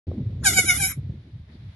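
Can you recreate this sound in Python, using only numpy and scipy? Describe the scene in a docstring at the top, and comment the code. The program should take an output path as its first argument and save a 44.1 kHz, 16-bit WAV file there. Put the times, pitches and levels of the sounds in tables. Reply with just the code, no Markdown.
"""A goat kid bleats once, close to a phone outdoors.
After a moment of silence, light wind buffets the microphone over a faint hiss.
From 0.43 to 0.96 s the kid's vocal folds pulse out one high, raspy note that throbs four times:
each throb is a clear stack of harmonics that sags in pitch; between throbs the voice breaks into rasp.
The wind then eases, and from 1.5 s come three light rustles, probably of grass underfoot."""
import sys
import numpy as np
from scipy import signal
from scipy.fft import rfft, irfft
from scipy.io import wavfile
from scipy.ndimage import uniform_filter1d

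SR = 44100
rng = np.random.default_rng(int(sys.argv[2]) if len(sys.argv) > 2 else 0)


def dump(signal):
    """Clip the signal to [-1, 1] and save it as 16-bit WAV at the path in sys.argv[1]."""
    limited = np.clip(np.atleast_2d(signal).T, -1, 1)
    pcm = np.round(limited * 32767).astype(np.int16)
    wavfile.write(sys.argv[1], SR, pcm)


N = 77175
BINS_HZ = np.fft.rfftfreq(N, 1 / SR)
SIDES = np.array([[1], [-1]])  # left, right


def undb(db):
    """Decibels to gain."""
    return 10 ** (np.asarray(db) / 20)


def unit(x):
    """Scale to rms 1."""
    return x / np.sqrt(np.mean(x ** 2))


def curve(rows):
    """Join (t/s, value) points with straight lines."""
    return np.interp(np.arange(N) / SR, *np.array(rows, float).T)


def colour_at(rows, hz):
    """Gain of a (f/Hz, level/dB) colour at hz."""
    f, db = np.array(rows, float).T
    return undb(np.interp(np.log(np.maximum(hz, 1)), np.log(f), db))


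def tint(x, rows):
    """Filter by a colour, to rms 1."""
    return unit(irfft(rfft(x) * colour_at(rows, BINS_HZ), N))


def walk(per_s):
    """Smooth random drift, about per_s turns a second, rms 1."""
    k = max(int(SR / per_s), 2)
    return unit(uniform_filter1d(uniform_filter1d(rng.standard_normal(N), k), k))


def noise_in(modes):
    """Noise ringing in (f/Hz, half width/Hz, level/dB) resonances, rms 1."""
    gain = sum(undb(db) * np.exp(-.5 * ((BINS_HZ - hz) / width) ** 2) for hz, width, db in modes)
    return unit(irfft(rfft(rng.standard_normal(N)) * gain, N))


def bursts(t, rows):
    """Short swells of noise, each in one resonance."""
    return sum(noise_in([(hz, width_hz, 0)]) * undb(db) * np.exp(-((t - at_s) / half_s) ** 2)
               for at_s, half_s, db, hz, width_hz in rows)


# hiss spectrum: f/Hz, level/dB
AIR_COLOUR = [(350, -16), (600, 1), (1200, -4), (1440, -4.5), (2060, -0.5), (2740, -6.5), (3730, -2.5),
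              (5280, -13), (8610, -31.5), (10000, -20.5), (13000, -41)]
# hiss swell: t/s, level/dB re AIR_DB
AIR_SWELL = [(.07, -0.5), (.4, -3.5), (1.05, -3.5), (1.3, -5.5), (1.46, -7), (1.52, -2.5), (1.62, -4.5),
             (1.75, -3)]
AIR_DB = -61.5


def air():
    """Faint, wide outdoor hiss."""
    mid, side = (tint(rng.standard_normal(N), AIR_COLOUR) for _ in range(2))
    return undb(AIR_DB + curve(AIR_SWELL) + .85 * walk(7)) * (mid + undb(-.5) * side * SIDES)


# rustles: t/s, half length/s, level/dB, f/Hz, half width/Hz
RUSTLES = [(1.5, 0.017, -66, 2000, 500), (1.545, .025, -66.5, 4130, 700), (1.62, 0.024, -70, 3970, 400)]
GRAIN_DB, GRAINS_PER_S = 4, 240


def rustle(t):
    """Grainy rustles, different at each microphone port."""
    return np.array([bursts(t, RUSTLES) * undb(GRAIN_DB * walk(GRAINS_PER_S)) for _ in range(2)])


# wind envelopes: t/s, level/dB
RUMBLE_LEVEL = [(.07, -36.5), (.25, -32), (.38, -30), (.55, -33), (.89, -34.5), (.945, -42.5), (.99, -36),
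                (1.15, -34), (1.24, -46.5), (1.37, -42), (1.5, -46.5), (1.66, -40.5), (1.75, -47)]
FLUTTER_LEVEL = [(.07, -36), (.22, -41.5), (.34, -50), (.45, -42), (.6, -34.5), (.7, -44), (.9, -46),
                 (1.02, -51.5), (1.2, -53), (1.4, -69), (1.52, -53.5), (1.75, -76)]
# wind spectra: f/Hz, level/dB
RUMBLE_COLOUR = [(20, -44.5), (40, -29.5), (62, -1.5), (100, 2), (135, -3), (200, -13), (320, -29.5),
                 (500, -34.5), (800, -55.5), (1500, -78), (5000, -100)]
FLUTTER_COLOUR = [(100, -23), (190, 5), (300, 1), (500, -11), (800, -24.5), (1500, -55), (5000, -96)]
# buffets: t/s, level/dB, f/Hz, half length/s
BUFFETS = [(0.087, -22.5, 81.3, 0.015), (0.117, -30.5, 454, 0.0022), (0.183, -23, 231, 0.0073),
           (0.21, -20, 123.7, 0.011), (.224, -29, 242, 0.0081), (0.272, -24.5, 114, .012),
           (0.592, -23, 456, 0.0042), (0.647, -28.5, 340, 0.0067), (0.817, -20, 111, 0.013),
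           (0.988, -20.5, 125, 0.012), (1.1, -23.5, 114, 0.0098), (1.353, -30.5, 99, 0.017),
           (1.404, -31.5, 78.3, 0.01), (1.623, -35, 110, 0.0068), (1.691, -33, 101.3, 0.011)]
LOW_CUT_HZ = 42


def wind(t):
    """Wind on the microphone: uneven rumble, higher flutter and short buffets, in mono."""
    rumble = tint(rng.standard_normal(N) * undb(.53 * walk(30)), RUMBLE_COLOUR)
    flutter = tint(rng.standard_normal(N) * undb(4 * walk(50)), FLUTTER_COLOUR)
    pressure = rumble * undb(curve(RUMBLE_LEVEL)) + flutter * undb(curve(FLUTTER_LEVEL))
    for at_s, db, hz, half_s in BUFFETS:
        envelope = undb(db) * np.exp(-((t - at_s) / half_s) ** 2)
        pressure += envelope * np.sin(2 * np.pi * hz * (t - at_s) + .89 * walk(hz))
    return signal.sosfilt(signal.butter(4, LOW_CUT_HZ, "highpass", fs=SR, output="sos"), pressure)


def scatter(x, t, t60_s):
    """Diffuse stereo reflections, decaying exponentially."""
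    tail = rng.standard_normal((2, N)) * np.exp(-np.log(1000) * t / t60_s) * (t > .002)
    tail /= np.sqrt(np.sum(tail ** 2, axis=1, keepdims=True))
    return signal.fftconvolve(x, tail, axes=1)[:, :N]


# phase lead of the left channel: f/Hz, phase/rad
PORT_LEAD = [(400, -1), (800, 1), (1500, -1.26), (2200, 1.08), (3100, 1), (3800, 1), (4500, 4), (5300, 4.5),
             (6000, 8), (6800, 7), (7600, 8), (8500, 10.5), (9200, 11.5), (9900, 7), (10800, 9),
             (11500, 6.5)]
ECHO_DB, ECHO_T60_S = -9.5, .12
YARD_DB, YARD_T60_S = -52.5, .5


def yard(x, t):
    """Left and right differ in phase, by an amount that changes with frequency; ground and shed scatter the
    sound, the yard adds a faint tail."""
    lead_rad = np.interp(BINS_HZ, *np.array(PORT_LEAD).T)
    direct = irfft(rfft(x) * np.exp(.5j * lead_rad * SIDES), N)
    return direct + undb(ECHO_DB) * scatter(x, t, ECHO_T60_S) + undb(YARD_DB) * scatter(x, t, YARD_T60_S)


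# high tone envelope: t/s, level/dB
HIGH_TONE_LEVEL = [(.44, -84.5), (.47, -32), (.53, -40), (.6, -35.5), (.65, -49), (.74, -37.5), (.79, -45),
                   (.86, -35), (.92, -34.5), (.935, -92)]
HIGH_TONE_HZ = 11542


def high_tone(t):
    """Thin tone of steady pitch that sounds with the bleat."""
    return np.sqrt(2) * undb(curve(HIGH_TONE_LEVEL)) * np.sin(2 * np.pi * HIGH_TONE_HZ * t + .13 * walk(40))


# croaks: t/s, half length/s, level/dB, f/Hz, half width/Hz
CROAKS = [(.444, .011, -38, 1460, 394.2), (0.457, .013, -34, 4190, 1300), (0.754, .027, -51.5, 1216, 74.07),
          (.755, 0.035, -42.5, 2000, 110), (.913, .02, -47, 1366, 251), (0.903, 0.03, -40, 2163, 220)]


def croaks(t):
    """Bursts of noise where the folds lose their pitch."""
    return bursts(t, CROAKS)


# shrill envelope: t/s, level/dB
SHRILL_LEVEL = [(.425, -64.5), (.445, -38), (.475, -27.5), (.53, -42.5), (.57, -35), (.64, -35.5),
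                (.69, -27.5), (.76, -28), (.795, -32.5), (.835, -27), (.9, -34), (.935, -46.5),
                (.975, -62.5)]
# shrill resonances: f/Hz, half width/Hz, level/dB
SHRILL_MODES = [(9700, 110, -5), (9984, 21, 3), (10160, 40, -8), (10740, 230, -10)]
RASP_SIDE_DB = -5


def shrill():
    """Piercing rasp in resonances near 10 kHz that holds on between throbs."""
    mid, side = noise_in(SHRILL_MODES), noise_in(SHRILL_MODES)
    return (mid + undb(RASP_SIDE_DB) * side * SIDES) * undb(curve(SHRILL_LEVEL))


# throat rasp envelope, shared with voice(): t/s, level/dB
RASP_LEVEL = [(.425, -76), (.443, -29.5), (.47, -15), (.53, -28.5), (.585, -24), (.65, -33.5), (.705, -22),
              (.775, -33), (.84, -24.5), (.91, -35.5), (.94, -50), (.975, -79.5)]
# its spectrum: f/Hz, level/dB
RASP_COLOUR = [(750, -9.5), (1450, 2.5), (2200, 5), (3000, -1), (3800, 1.5), (4500, 2.5), (5300, 2),
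               (6100, 0.5), (6900, 4), (8000, -1.5), (8800, 3), (9300, -16.5), (9900, 2.5), (10800, 0),
               (11400, -13.5), (12300, -14.5), (13200, -42)]
CHOP_DEPTH, BREATH_DB = .69, -31


def turbulence(phase):
    """Broad hiss in the throat, chopped once per cycle of the folds."""
    puffs = rng.standard_normal(N) * (1 + CHOP_DEPTH * np.cos(phase))
    return tint(puffs, RASP_COLOUR) * undb(curve(RASP_LEVEL) + BREATH_DB)


SKIRT_HZ, ROUGH_REF_HZ = 110, 2570


def skirt(centre_hz):
    """Narrow complex noise that roughens one harmonic, wider for the high ones."""
    offset_hz = np.fft.fftfreq(N, 1 / SR)
    spread_hz = SKIRT_HZ * np.sqrt(max(centre_hz / ROUGH_REF_HZ, .5))
    white = rng.standard_normal(N) + 1j * rng.standard_normal(N)
    noise = np.fft.ifft(white * np.exp(-(offset_hz / spread_hz) ** 2 / 2))
    return noise / np.std(noise)


# passing dips: t/s, half length/s, f/Hz, half width/Hz, level/dB
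HOLLOWS = [(0.69, 0.06, 4550, 210, -27.5), (.915, 0.058, 4600, 380, -37.5), (.705, 0.038, 8450, 1200, -25),
           (1, 0.17, 5800, 99, -24), (.92, 0.029, 1000, 270, -20.5), (0.7, .02, 680, 330, -9.5)]


def hollows(t, hz):
    """Gain at hz of the dips that come and go in the voice's colour."""
    return undb(sum(db * np.exp(-((t - at_s) / half_s) ** 2 - ((hz - centre_hz) / width_hz) ** 2)
                    for at_s, half_s, centre_hz, width_hz, db in HOLLOWS))


# throbs: t/s, level/dB, rise/s, fall/s, mouth f/Hz, treble level/dB, upper f/Hz, upper level/dB
THROBS = [(0.466, -15.5, 0.011, 0.022, 1643, 1, 9000, 4), (.587, -12.5, 0.013, 0.013, 2225, -2.5, 6800, 3),
          (.704, -12.5, 0.015, 0.016, 2214, -2.5, 6900, 0.5), (.834, -23, 0.023, .024, 2300, 0, 5313, 3.5)]
# voiced spectrum: f/Hz, level/dB
TONE_COLOUR = [(750, -8.5), (1500, -3), (2250, -1.5), (3000, -11), (3800, -7), (4500, -3), (5300, -5.5),
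               (6000, -6), (6750, -4.5), (7500, -2), (8500, -4), (9300, -17.5), (10000, -3.5), (10800, 0.5),
               (11500, -16), (12400, -28.5), (13200, -50.5)]
THROB_SHAPE, TONE_FLOOR_DB, CLEARING_DB = 1.9, -24, -11
MOUTH_DB, MOUTH_WIDTH_HZ, UPPER_WIDTH_HZ = 8, 180, 400
CREAK_HZ, CREAK_DEPTH, CREAK_DRIFT = 130, .32, .1
FLICKER_DB, FLICKER_PER_S = 1.6, 130
SCATTER_RAD, WANDER_RAD = .9, .1
HEAD_MOTION_RAD, HEAD_MOTION_PER_S = .033, 17


def voice(t, phase, pitch_hz):
    """Vocal fold pulses as 17 harmonics; their rough skirts of noise clear up at each throb."""
    swell = sum(undb(db) * np.exp(-.5 * np.abs((t - at) / np.where(t < at, rise, fall)) ** THROB_SHAPE)
                for at, db, rise, fall, *_ in THROBS)
    mouth_hz, treble_db, upper_hz, upper_db = (
        curve([(row[0], row[column]) for row in THROBS]) for column in range(4, 8))
    # slower flapping in the throat splits each harmonic into strands
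    creak = 2 * np.pi * np.cumsum(CREAK_HZ * (1 + CREAK_DRIFT * walk(40))) / SR
    tone, rasp_mid, rasp_side = 0, 0, 0
    for k in range(1, 18):
        hz = k * pitch_hz
        roughness = hz / ROUGH_REF_HZ
        partial = hollows(t, hz) * np.exp(1j * (k * phase + SCATTER_RAD * rng.standard_normal()))
        db = MOUTH_DB / (1 + ((hz - mouth_hz) / MOUTH_WIDTH_HZ) ** 2)
        db += upper_db / (1 + ((hz - upper_hz) / UPPER_WIDTH_HZ) ** 2)
        db += treble_db * np.clip((hz - 2300) / 2000, 0, 1)
        db += FLICKER_DB * walk(FLICKER_PER_S)
        strands = 1 + CREAK_DEPTH * np.minimum(roughness, 1) * np.cos(creak + rng.uniform(0, 2 * np.pi))
        wander_rad = WANDER_RAD * roughness * walk(FLICKER_PER_S)
        head_rad = HEAD_MOTION_RAD * walk(HEAD_MOTION_PER_S) * SIDES
        harmonic = np.real(partial * np.exp(1j * (wander_rad + head_rad)))
        tone += colour_at(TONE_COLOUR, hz) * undb(db) * strands * harmonic
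        noise = skirt(hz.mean())
        carrier = partial * colour_at(RASP_COLOUR, hz)
        rasp_mid += np.real(carrier * noise)
        rasp_side += np.real(carrier * noise[::-1])
    rasp = unit(rasp_mid) + undb(RASP_SIDE_DB) * unit(rasp_side) * SIDES
    rasp_db = curve(RASP_LEVEL)
    clarity = swell / (swell + undb(rasp_db))
    rasp *= undb(rasp_db + CLEARING_DB * clarity + 1.53 * walk(140))
    return unit(tone) * (swell + undb(rasp_db + TONE_FLOOR_DB)) + rasp


# fixed dips and narrow peaks in the bleat's colour: f/Hz, half width/Hz, level/dB
DIPS = [(1060, 120, -28), (1790, 90, -13), (2660, 130, -26), (3350, 100, -7), (4170, 120, -18),
        (4920, 130, -13), (9300, 220, -14), (11250, 130, -12)]
PEAKS = [(5290, 45, 5.5), (6810, 120, 7), (6730, 13, 3), (6900, 30, 4.5), (7730, 120, 4.5), (8360, 140, 3),
         (8737, 51, 6)]


def bleat_colour(x):
    """Steady dips, and narrow peaks that ring as harmonics slide through them."""
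    gain_db = sum(db * np.exp(-((BINS_HZ - hz) / width_hz) ** 2) for hz, width_hz, db in DIPS + PEAKS)
    return irfft(rfft(x) * undb(gain_db), N)


# pitch of the folds, sagging through each throb: t/s, f/Hz
PITCH = [(.44, 900), (.454, 825), (.47, 770), (.494, 716), (.532, 672), (.543, 778), (.56, 776),
         (.585, 748), (.605, 742), (.648, 692), (.66, 772), (.68, 774), (.7, 742), (.716, 713), (.738, 719),
         (.766, 702), (.782, 800), (.8, 820), (.818, 788), (.838, 754), (.856, 755), (.888, 785),
         (.94, 770)]
JITTER, JITTER_PER_S, WOBBLE, WOBBLE_PER_S = .003, 400, .007, 90
OPEN_S, OPEN_RISE_S, SHUT_S, SHUT_FALL_S = .428, .012, .955, .03


def goat(t):
    """The throat opens on voice, turbulence and shrill rasp; croaks and a thin high tone sound too."""
    pitch_hz = curve(PITCH)
    unsteady_hz = pitch_hz * (1 + JITTER * walk(JITTER_PER_S) + WOBBLE * walk(WOBBLE_PER_S))
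    phase = 2 * np.pi * np.cumsum(unsteady_hz) / SR
    gate = np.clip((t - OPEN_S) / OPEN_RISE_S, 0, 1) * np.clip((SHUT_S - t) / SHUT_FALL_S, 0, 1)
    layers = high_tone(t) + voice(t, phase, pitch_hz) + turbulence(phase) + shrill()
    return bleat_colour(layers * gate) + croaks(t)


def scene():
    """Goat, wind, rustles and air at the phone."""
    t = np.arange(N) / SR
    return yard(goat(t), t) + wind(t) + rustle(t) + air()


START_S, FADE_S, CEILING, TOP_HZ = .068, .003, .9, 13275


def record(dry):
    """Round the highest peaks, open after a moment of silence, cut the top."""
    rounded = dry / (1 + (dry / CEILING) ** 4) ** .25
    fade_in = np.clip((np.arange(N) / SR - START_S) / FADE_S, 0, 1)
    return signal.sosfilt(signal.ellip(8, .2, 70, TOP_HZ, fs=SR, output="sos"), rounded * fade_in)


dry = scene()
out = record(dry)
dump(out)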